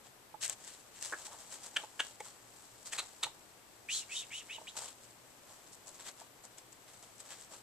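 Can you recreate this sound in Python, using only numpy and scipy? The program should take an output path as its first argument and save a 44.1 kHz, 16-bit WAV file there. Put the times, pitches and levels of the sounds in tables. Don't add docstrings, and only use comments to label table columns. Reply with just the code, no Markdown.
import sys
import numpy as np
from scipy import signal
from scipy.fft import rfft, irfft, next_fast_len
from scipy.io import wavfile
from scipy.ndimage import map_coordinates

SR = 44100
rng = np.random.default_rng(int(sys.argv[2]) if len(sys.argv) > 2 else 0)


def pcm_store(signal):
    levels = np.round(np.clip(np.atleast_2d(signal), -1, 1) * 32767)
    wavfile.write(sys.argv[1], SR, levels.astype(np.int16).T)


N = 336042


def amp(db):
    return 10 ** (np.asarray(db) / 20)


def unit(x):
    return x / np.sqrt(np.mean(x ** 2) + 1e-20)


def along(points, hz):
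    f, v = np.transpose(points)
    return np.interp(np.log(hz + 1), np.log(f + 1), v)


def wobble(rate):
    knots = rng.standard_normal(int(N * rate / SR) + 4)
    return map_coordinates(knots, [np.arange(N) * rate / SR])


def filtered(x, response):
    m = next_fast_len(x.shape[-1] + 4096)
    spectrum = rfft(x, m) * response(np.fft.rfftfreq(m, 1 / SR))
    return irfft(spectrum, m)[..., :x.shape[-1]]


def mode(f, hz, width_hz):
    return 1j * f * width_hz / (hz * hz - f * f + 1j * f * width_hz)


def swell(t, rise, fall, attack, shape):
    return .5 ** np.where(t < 0, np.abs(t / rise) ** attack, np.abs(t / fall) ** shape)


def sides(pan_db):
    return amp(np.array([[.5], [-.5]]) * pan_db)


def rush(pair, spectrum, alike):
    def mix(hz):
        turn = np.arccos(np.clip(along(alike, hz), -1, 1)) / 2
        return amp(along(spectrum, hz)) * [np.cos(turn), np.sin(turn)]

    mid, side = filtered(pair, mix)
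    return unit(np.array([mid + side, mid - side]))


# (frequency [Hz], relative density [dB])
AIR_SPECTRUM = [(20, -9), (60, -6), (150, -6), (300, -1.5), (600, -3), (1000, -4), (1600, -7.5),
                (3000, -10.5), (5500, -13.5), (9000, -15.5), (14500, -15)]
# (frequency [Hz], correlation [0-1])
AIR_LIKENESS = [(20, .05), (40, .1), (70, 0.29), (130, 0.45), (500, 0.48), (1400, 0.17), (3000, 0.026),
                (14000, 0.046)]


def room_tone():
    air_level = amp(-59.5 + 0.11 * wobble(2.72))
    air = air_level * sides(2.9) * rush(rng.standard_normal((2, N)), AIR_SPECTRUM, AIR_LIKENESS)
    hum = filtered(rng.standard_normal(N), lambda f: mode(f, 117.2, 25.0) ** 2)
    return air + amp(-77.0) * unit(hum)


# (frequency [Hz], time to fall 60 dB [s])
PEN_DECAY = [(300, 0.075), (1500, 0.16), (3500, 0.23), (10000, 0.067)]


def pen(x):
    hz, t, z = signal.stft(rng.standard_normal((2, SR // 3)), SR, nperseg=256)
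    decay = amp(-60 * t / along(PEN_DECAY, hz)[:, None])
    tail = signal.istft(z * decay, SR, nperseg=256)[1]
    delayed = np.pad(x, ((0, 0), (220, 0)))
    return signal.fftconvolve(delayed, tail / np.linalg.norm(tail[0]), axes=1)[:, :N]


# (peak time [s], level [dB], length [s], folds [dB], thud [dB])
SCUFFS = [(0.06, -61.5, 0.048, -6.5, -6), (0.439, -34, 0.042, -8, -22), (0.501, -45.5, 0.025, -7, -8.5),
          (0.527, -45.5, 0.018, -10.5, -17), (0.683, -51.5, 0.11, -9, -30), (0.97, -54.5, .07, -8, -17),
          (1.044, -39, 0.052, -12.5, -18.5), (1.123, -50.5, 0.094, -10.5, -9), (1.218, -51, 0.11, -11, -8),
          (1.261, -41.5, 0.023, -13.5, -19), (1.33, -52.5, 0.045, -9, -1.5), (1.407, -51, 0.046, -14, -11),
          (1.535, -48.5, 0.061, -10, -14), (1.65, -46.5, 0.049, -13, -10.5),
          (1.803, -53.5, 0.082, -5.5, -3.5), (2.043, -52.5, 0.11, -11, -11),
          (2.262, -50, 0.061, -12, -10.5), (2.636, -68, 0.092, -16, -15), (2.869, -43, 0.028, -15.5, -19),
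          (2.942, -42.5, 0.043, -8, -12), (3.024, -52, 0.081, -12, -8), (3.258, -50, 0.038, -10, -1.5),
          (4.782, -40.5, 0.038, -10.5, -12.5), (4.831, -46, 0.063, -12, -10),
          (4.882, -50.5, 0.059, -8, -11), (5.043, -57, 0.022, -11, -20), (5.107, -62, 0.017, -13, -23),
          (5.521, -57.5, 0.095, -11, -6), (5.734, -53, .03, -25, -22), (5.882, -49.5, 0.033, -17, -9.5),
          (5.949, -55, 0.031, -12, -10), (6.008, -52.5, 0.037, -7, -9), (6.069, -48, 0.042, -5, -8.5),
          (6.088, -50, 0.024, -3.5, -6.5), (6.202, -55.5, 0.069, -10, -10), (6.448, -51.5, 0.025, -20, -8),
          (6.587, -54, 0.028, -8.5, -15), (6.726, -56, 0.014, -12, -18), (6.89, -61.5, .035, -1, -7),
          (6.943, -57.5, 0.027, -9.5, -7), (7.034, -56.5, 0.02, -8, -5), (7.203, -49.5, 0.021, -12, -15),
          (7.25, -58.5, .066, -9, -5), (7.317, -48.5, 0.052, -5, -10), (7.398, -54.5, 0.091, -11, -16),
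          (7.538, -52, 0.067, -10.5, -6.5)]
# (time [s], level [dB])
STIR = [(0.0, -76), (0.38, -85), (0.6, -61), (1.0, -69), (1.6, -58.5), (2.2, -65.5), (2.55, -64.5),
        (3.2, -64.5), (3.61, -73.5), (4.08, -61), (4.79, -63), (5.24, -69.5), (6.07, -66), (6.3, -71),
        (6.92, -69), (7.21, -66.5), (7.62, -65.5)]
# (frequency [Hz], relative density [dB])
SURFACE_SPECTRUM = [(2500, -33.5), (4200, -4), (5500, -1.5), (7500, 3.5), (10000, -8), (14500, -31)]
FOLDS_SPECTRUM = [(900, -33), (1600, -0.5), (2500, -2), (3200, 1.5), (4200, -5), (6000, -19)]
THUD_SPECTRUM = [(150, -14), (330, -13.5), (550, 1.5), (880, 2.5), (1300, -2.5), (2200, -31)]
# (frequency [Hz], correlation [0-1])
NEAR_LIKENESS = [(300, 0.95), (1600, 0.98), (3500, 0.64), (6000, 0.06), (8000, 0.22), (11000, 0.1),
                 (14500, 0.046)]
RISE_SHARE = 0.42
SURFACE_DB, SURFACE_PAN_DB, FOLDS_PAN_DB = -4, 1.5, 2.3
STIR_FOLDS_DB, STIR_THUD_DB, STIR_SWELL_DB = -9, -7, 1.5


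def scuffle():
    t = np.arange(N) / SR
    stir = amp(np.interp(t, *np.transpose(STIR)) + STIR_SWELL_DB * wobble(8.6)) ** 2
    surface = stir.copy()
    folds = stir * amp(STIR_FOLDS_DB) ** 2
    thud = stir * amp(STIR_THUD_DB) ** 2
    for s, db, length, folds_db, thud_db in SCUFFS:
        near = slice(max(0, round((s - 3 * length) * SR)), round((s + 4 * length) * SR))
        rise, fall = RISE_SHARE * length, (1 - RISE_SHARE) * length
        power = (amp(db) * swell(t[near] - s, rise, fall, attack=2.2, shape=1.74)) ** 2
        surface[near] += power * amp(SURFACE_DB) ** 2
        folds[near] += power * amp(folds_db) ** 2
        thud[near] += power * amp(thud_db) ** 2
    grain_db = 3.6 * np.clip(wobble(1300), -3, 2.4) + 1.1 * wobble(130)
    grains = amp(grain_db) * rng.standard_normal((2, N))
    return (sides(SURFACE_PAN_DB) * np.sqrt(surface) * rush(grains, SURFACE_SPECTRUM, NEAR_LIKENESS)
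            + sides(FOLDS_PAN_DB) * np.sqrt(folds) * rush(grains, FOLDS_SPECTRUM, NEAR_LIKENESS)
            + np.sqrt(thud) * rush(grains, THUD_SPECTRUM, NEAR_LIKENESS))


# (time [s], level [dB], left minus right [dB])
KNOCKS = [(0.342, -38.5, -11), (1.278, -44, 0), (1.343, -42, 0), (1.836, -36.5, 0), (2.205, -34, 1),
          (3.266, -39.5, -12), (4.582, -37.5, -11), (4.614, -39.5, -0.5), (4.754, -41, 0.0),
          (4.817, -40, -1.0), (6.213, -44.5, -1)]
# (frequency [Hz], level [dB], time to fall 60 dB [s])
TRAY_MODES = [(513, -8, 0.023), (650, -7, 0.03), (878, -0.5, 0.04), (1174, -10, 0.022)]


def knocks():
    out, t = np.zeros((2, N + SR)), np.arange(SR // 10) / SR
    onset = 1 - np.exp(-t / .0013)
    for s, db, pan_db in KNOCKS:
        ring = 0
        for hz, level_db, t60 in TRAY_MODES:
            decay = amp(level_db + rng.normal(0, 3) - 60 * t / t60)
            ring = ring + decay * np.sin(2 * np.pi * hz * rng.normal(1, .04) * t)
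        out[:, round(s * SR):][:, :len(t)] += amp(db) * sides(pan_db) * ring * onset
    return out[:, :N]


# (time [s], snap before filtering [dB], folds against the snap [dB])
TICKS = [(0.4205, -18, -11), (0.4487, -10, -4), (0.4613, -12, -4), (0.4647, -14, -12), (0.4799, -12, -16),
         (0.4975, -3.5, -8), (0.5004, -19, -11), (0.5299, -22, -13), (0.6481, -23, -15), (0.9711, -26, 0),
         (1.0118, -24, -7), (1.0264, -8.5, -9), (1.0681, -22, -11), (1.0876, -20, -19), (1.1053, -20, -15),
         (1.1156, -20, -14), (1.2689, -19, -19), (1.3316, -26, -15), (0.9913, -28, -14), (5.7473, -30, -17),
         (1.5245, -22, -10), (1.546, -23, -14), (1.6353, -22, -14), (1.6441, -24, -17), (1.6662, -18, -22),
         (1.8383, -24, -7), (2.0357, -25, -7), (2.2047, -23, -4), (2.8298, -27, -15), (2.8698, -19, -19),
         (2.8753, -17, -15), (3.2359, -7, 1), (3.3946, -29, -16), (4.3229, -27, -6), (4.6713, -27, 1),
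         (4.7561, -24, -3), (4.8204, -21, -12), (5.0421, -29, -14), (5.7305, -25, -18), (5.8721, -23, -14),
         (5.88, -22, -12), (5.8921, -26, -11), (5.9505, -28, -15), (6.0837, -22, -6), (6.0901, -23, -7),
         (6.4526, -25, -14), (6.5837, -23, -11), (6.7289, -26, -14), (7.0271, -26, -18), (7.2035, -20, -19),
         (7.3055, -25, -6), (7.4123, -25, -13), (7.4261, -25, -14), (7.448, -27, -16)]
FAINT_TICK_DB, FAINT_FOLDS_DB, FAINT_SPREAD_S, FAINT_CHANCE = -31, -13, .04, .3
TICK_PAN_DB, TICK_PAN_SCATTER_DB = 4, 2.5


def claws():
    bright, dull, t = np.zeros((2, N + 64)), np.zeros((2, N + 64)), np.arange(64) / SR
    faint = []
    for row in SCUFFS + SCUFFS:
        if rng.uniform() < FAINT_CHANCE:
            moment = abs(row[0] + FAINT_SPREAD_S * rng.normal())
            faint.append((moment, FAINT_TICK_DB + rng.normal(0, 1.5), FAINT_FOLDS_DB + rng.normal(0, 3)))
    for s, db, folds_db in TICKS + faint:
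        rattle = .17 * amp(-60 * t / .0025) * rng.standard_normal((2, len(t)))
        snap = (t == 0) + rattle
        at = np.clip(round(s * SR) - 4, 0, N)
        pan = sides(rng.normal(TICK_PAN_DB, TICK_PAN_SCATTER_DB))
        bright[:, at:at + len(t)] += amp(db) * pan * snap
        dull[:, at:at + len(t)] += amp(db + folds_db) * snap
    surface = filtered(bright, lambda f: mode(f, 6800, 4800) ** 2 * mode(f, 6500, 5000))
    folds = filtered(dull, lambda f: mode(f, 2900, 3500) ** 2)
    return (surface + folds)[:, :N]


# (peak time [s], level [dB], rise [s], fall [s], pitch [Hz],
# roughness [breath share], throat [Hz], mouth [Hz], mouth opening [dB], hiss [dB])
YIPS = [ (1.124, -19, 0.0028, 0.0058, 340, 0.7, 1570, 3000, -35, -40),
        (1.136, -18, 0.0077, 0.0077, 338, 0.2, 1630, 2980, -35, -40),
        (1.768, -16.5, .0075, 0.0048, 287.3, 0.65, 1560, 3170, 4.5, -13),
        (1.999, -19, 0.0072, 0.0095, 333.3, 0.6, 1580, 3170, 1.5, -13),
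        (2.206, -26.5, 0.0076, 0.0049, 296.6, 0.05, 2150, 3300, -9.5, -14.5),
        (2.935, -26.5, 0.016, 0.0026, 300, 1.2, 1720, 3200, 0.5, -3.5),
        (2.990, -26, 0.014, 0.012, 299, 0.98, 1310, 4130, 5.5, -3.5),
        (3.237, -27, 0.012, 0.0097, 352.4, 0.55, 1200, 3880, 8, -3.5), ]
CHEST_DB, HUM_DB = -11.5, -12
RASP_DB = -8.5


def yips():
    out, t = np.zeros((2, N)), np.arange(-SR // 20, SR // 10) / SR
    for s, db, rise, fall, pitch_hz, rough, throat_hz, mouth_hz, mouth_db, hiss_db in YIPS:
        rasp_db = mouth_db + RASP_DB
        cycle = (t * pitch_hz + .12 * np.sin(t * 700 + rng.uniform(0, 2 * np.pi))) % 1
        starts = np.diff(cycle, prepend=0) < -.5
        pulses = unit(starts * amp(rng.normal(0, 4.7, len(t))))
        breath = unit(np.exp(-1.2 * cycle) * rng.standard_normal(len(t)))
        growth = (t > -rise) * (1 + 0.93 * t / rise)
        effort = np.where(t < 0, growth, .5 ** (np.abs(t / fall) ** 1.83))
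        share = np.clip(rough, 0, 1)
        folds = effort * (np.sqrt(1 - share) * pulses + np.sqrt(share) * breath)

        def tract(f):
            throat = mode(f, throat_hz, 484) ** 2
            mouth = amp(mouth_db) * mode(f, mouth_hz, 870) ** 2
            chest = amp(CHEST_DB) * mode(f, 645, 980) ** 2
            hum = amp(HUM_DB) / (1 + 5 * amp(mouth_db)) * mode(f, 445, 210) ** 2
            return throat + mouth - chest - hum

        def airway(f):
            rasp = amp(rasp_db) * mode(f, 2560, 2000) ** 2
            hiss = amp(hiss_db) * mode(f, 7900, 4600) ** 2 * mode(f, 5600, 4300)
            return rasp - hiss

        voice = filtered(folds, tract) - filtered(effort * breath, airway)
        out[:, round(s * SR) - SR // 20:][:, :len(t)] += amp(db) * voice
    return out


# (start [s], time of highest pitch [s], end [s], attack [s], lower top [Hz], upper top [Hz],
# bend of the climb [power], lower whistle [dB], its fading [dB per s], upper whistle [dB], breath [dB])
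SQUEAKS = [ (3.882, 3.958, 4.06, .012, 3300, 4170, 2.3, -37, 102, -38, -38.5),
           (4.078, 4.186, 4.26, .045, 3170, 3720, 1.4, -43.5, 17, -42, -43.5),
           (4.298, 4.378, 4.435, .025, 3080, 3880, 1.6, -42, 40, -64, -49),
           (4.482, 4.548, 4.595, .022, 2980, 3780, 1.5, -42, 60, -54, -56),
           (4.667, 4.702, 4.722, .008, 3450, 3950, 1.8, -43, 213, -53.5, -56), ]
# (frequency [Hz], relative density [dB])
BREATH_SPECTRUM = [(600, -30), (1300, -17), (2500, -19), (3500, -3.5), (4800, -5.5), (6000, -1),
                   (7300, 1.5), (8700, -7.5), (9600, -7), (11000, -18), (14500, -26)]
START_HZ, END_HZ = 2050, 2250
RELEASE_S = 0.029
UPPER_LEAD_S, UPPER_RISE_S, UPPER_FALL_S = 0.015, 0.013, 0.03
YIELD_DB, YIELD_LAG_S, YIELD_S = 4, .012, .025
BREATH_LEAD_S, BREATH_RISE, BREATH_FALL = 0.0058, 0.55, 0.53


def squeaks():
    t = np.arange(N) / SR
    low_hz, high_hz, low_gain, high_gain, breath_gain = np.zeros((5, N))
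    for start, top, end, attack, top_hz, upper_hz, bend, low_db, fade_db, high_db, breath_db in SQUEAKS:
        on = (t > start) & (t < end)
        u = t[on]
        climb = None
        low_hz[on] = top_hz - np.where(u < top,
                                       (top_hz - START_HZ) * (np.maximum(top - u, 0) / (top - start)) ** bend,
                                       (top_hz - END_HZ) * ((u - top) / (end - top)) ** 2)
        high_hz[on] = low_hz[on] + upper_hz - top_hz
        gate = np.clip((u - start) / attack, 0, 1) ** 1.14 * np.clip((end - u) / RELEASE_S, 0, 1)
        yielding = swell(u - top - YIELD_LAG_S, YIELD_S, YIELD_S, attack=2, shape=2)
        taken = min(1, amp(high_db - low_db)) * yielding
        low_gain[on] = gate * amp(low_db - fade_db * (u - start) - YIELD_DB * taken)
        speaking = swell(u - top + UPPER_LEAD_S, UPPER_RISE_S, UPPER_FALL_S, attack=2.4, shape=1.6)
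        high_gain[on] = gate * amp(high_db) * speaking
        rise, fall = BREATH_RISE * (top - start), BREATH_FALL * (end - top)
        breath_gain[on] = amp(breath_db) * swell(u - top + BREATH_LEAD_S, rise, fall, attack=3.0, shape=3.0)
    focus = np.clip(np.log10(low_gain / amp(-66) + 1e-9) * 20 / 24, .1, 1)

    def band(hz, width_hz, steady):
        turning = np.exp(2j * np.pi * np.cumsum(hz) / SR)
        return unit(np.real(turning * (steady + wobble(width_hz) + 1j * wobble(width_hz))))

    waver = 1 + .017 * wobble(70)
    low = focus * band(low_hz * waver, 320, .9) + amp(-8) * band(1.03 * low_hz, 1900, 0)
    high = band(high_hz * waver, 300, .8) + amp(-7) * band(.95 * high_hz, 1300, 0)
    breath = rush(rng.standard_normal((2, N)), BREATH_SPECTRUM, NEAR_LIKENESS)
    return low_gain * low + high_gain * high + breath_gain * breath


def scene():
    voices, paws = yips() + squeaks(), claws() + knocks()
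    near = voices + paws + scuffle()

    def lag(f):
        return np.exp(-2j * np.pi * np.minimum(f, 4500) * np.array([[.5], [-.5]]) * 3.5e-5)

    return filtered(near, lag) + amp(-13.5) * pen(voices + paws) + room_tone()


# (frequency [Hz], width [Hz], peak gain [dB])
PORTS = [(7970, 560, 7.5), (7540, 600, 1)]
TOP_HZ = 14250


def record(dry):
    def ports(f):
        return np.array([1 + (amp(db) - 1) * mode(f, hz, width_hz) for hz, width_hz, db in PORTS])

    return filtered(dry, lambda f: ports(f) * (f < TOP_HZ))


dry = scene()
out = record(dry)
pcm_store(out)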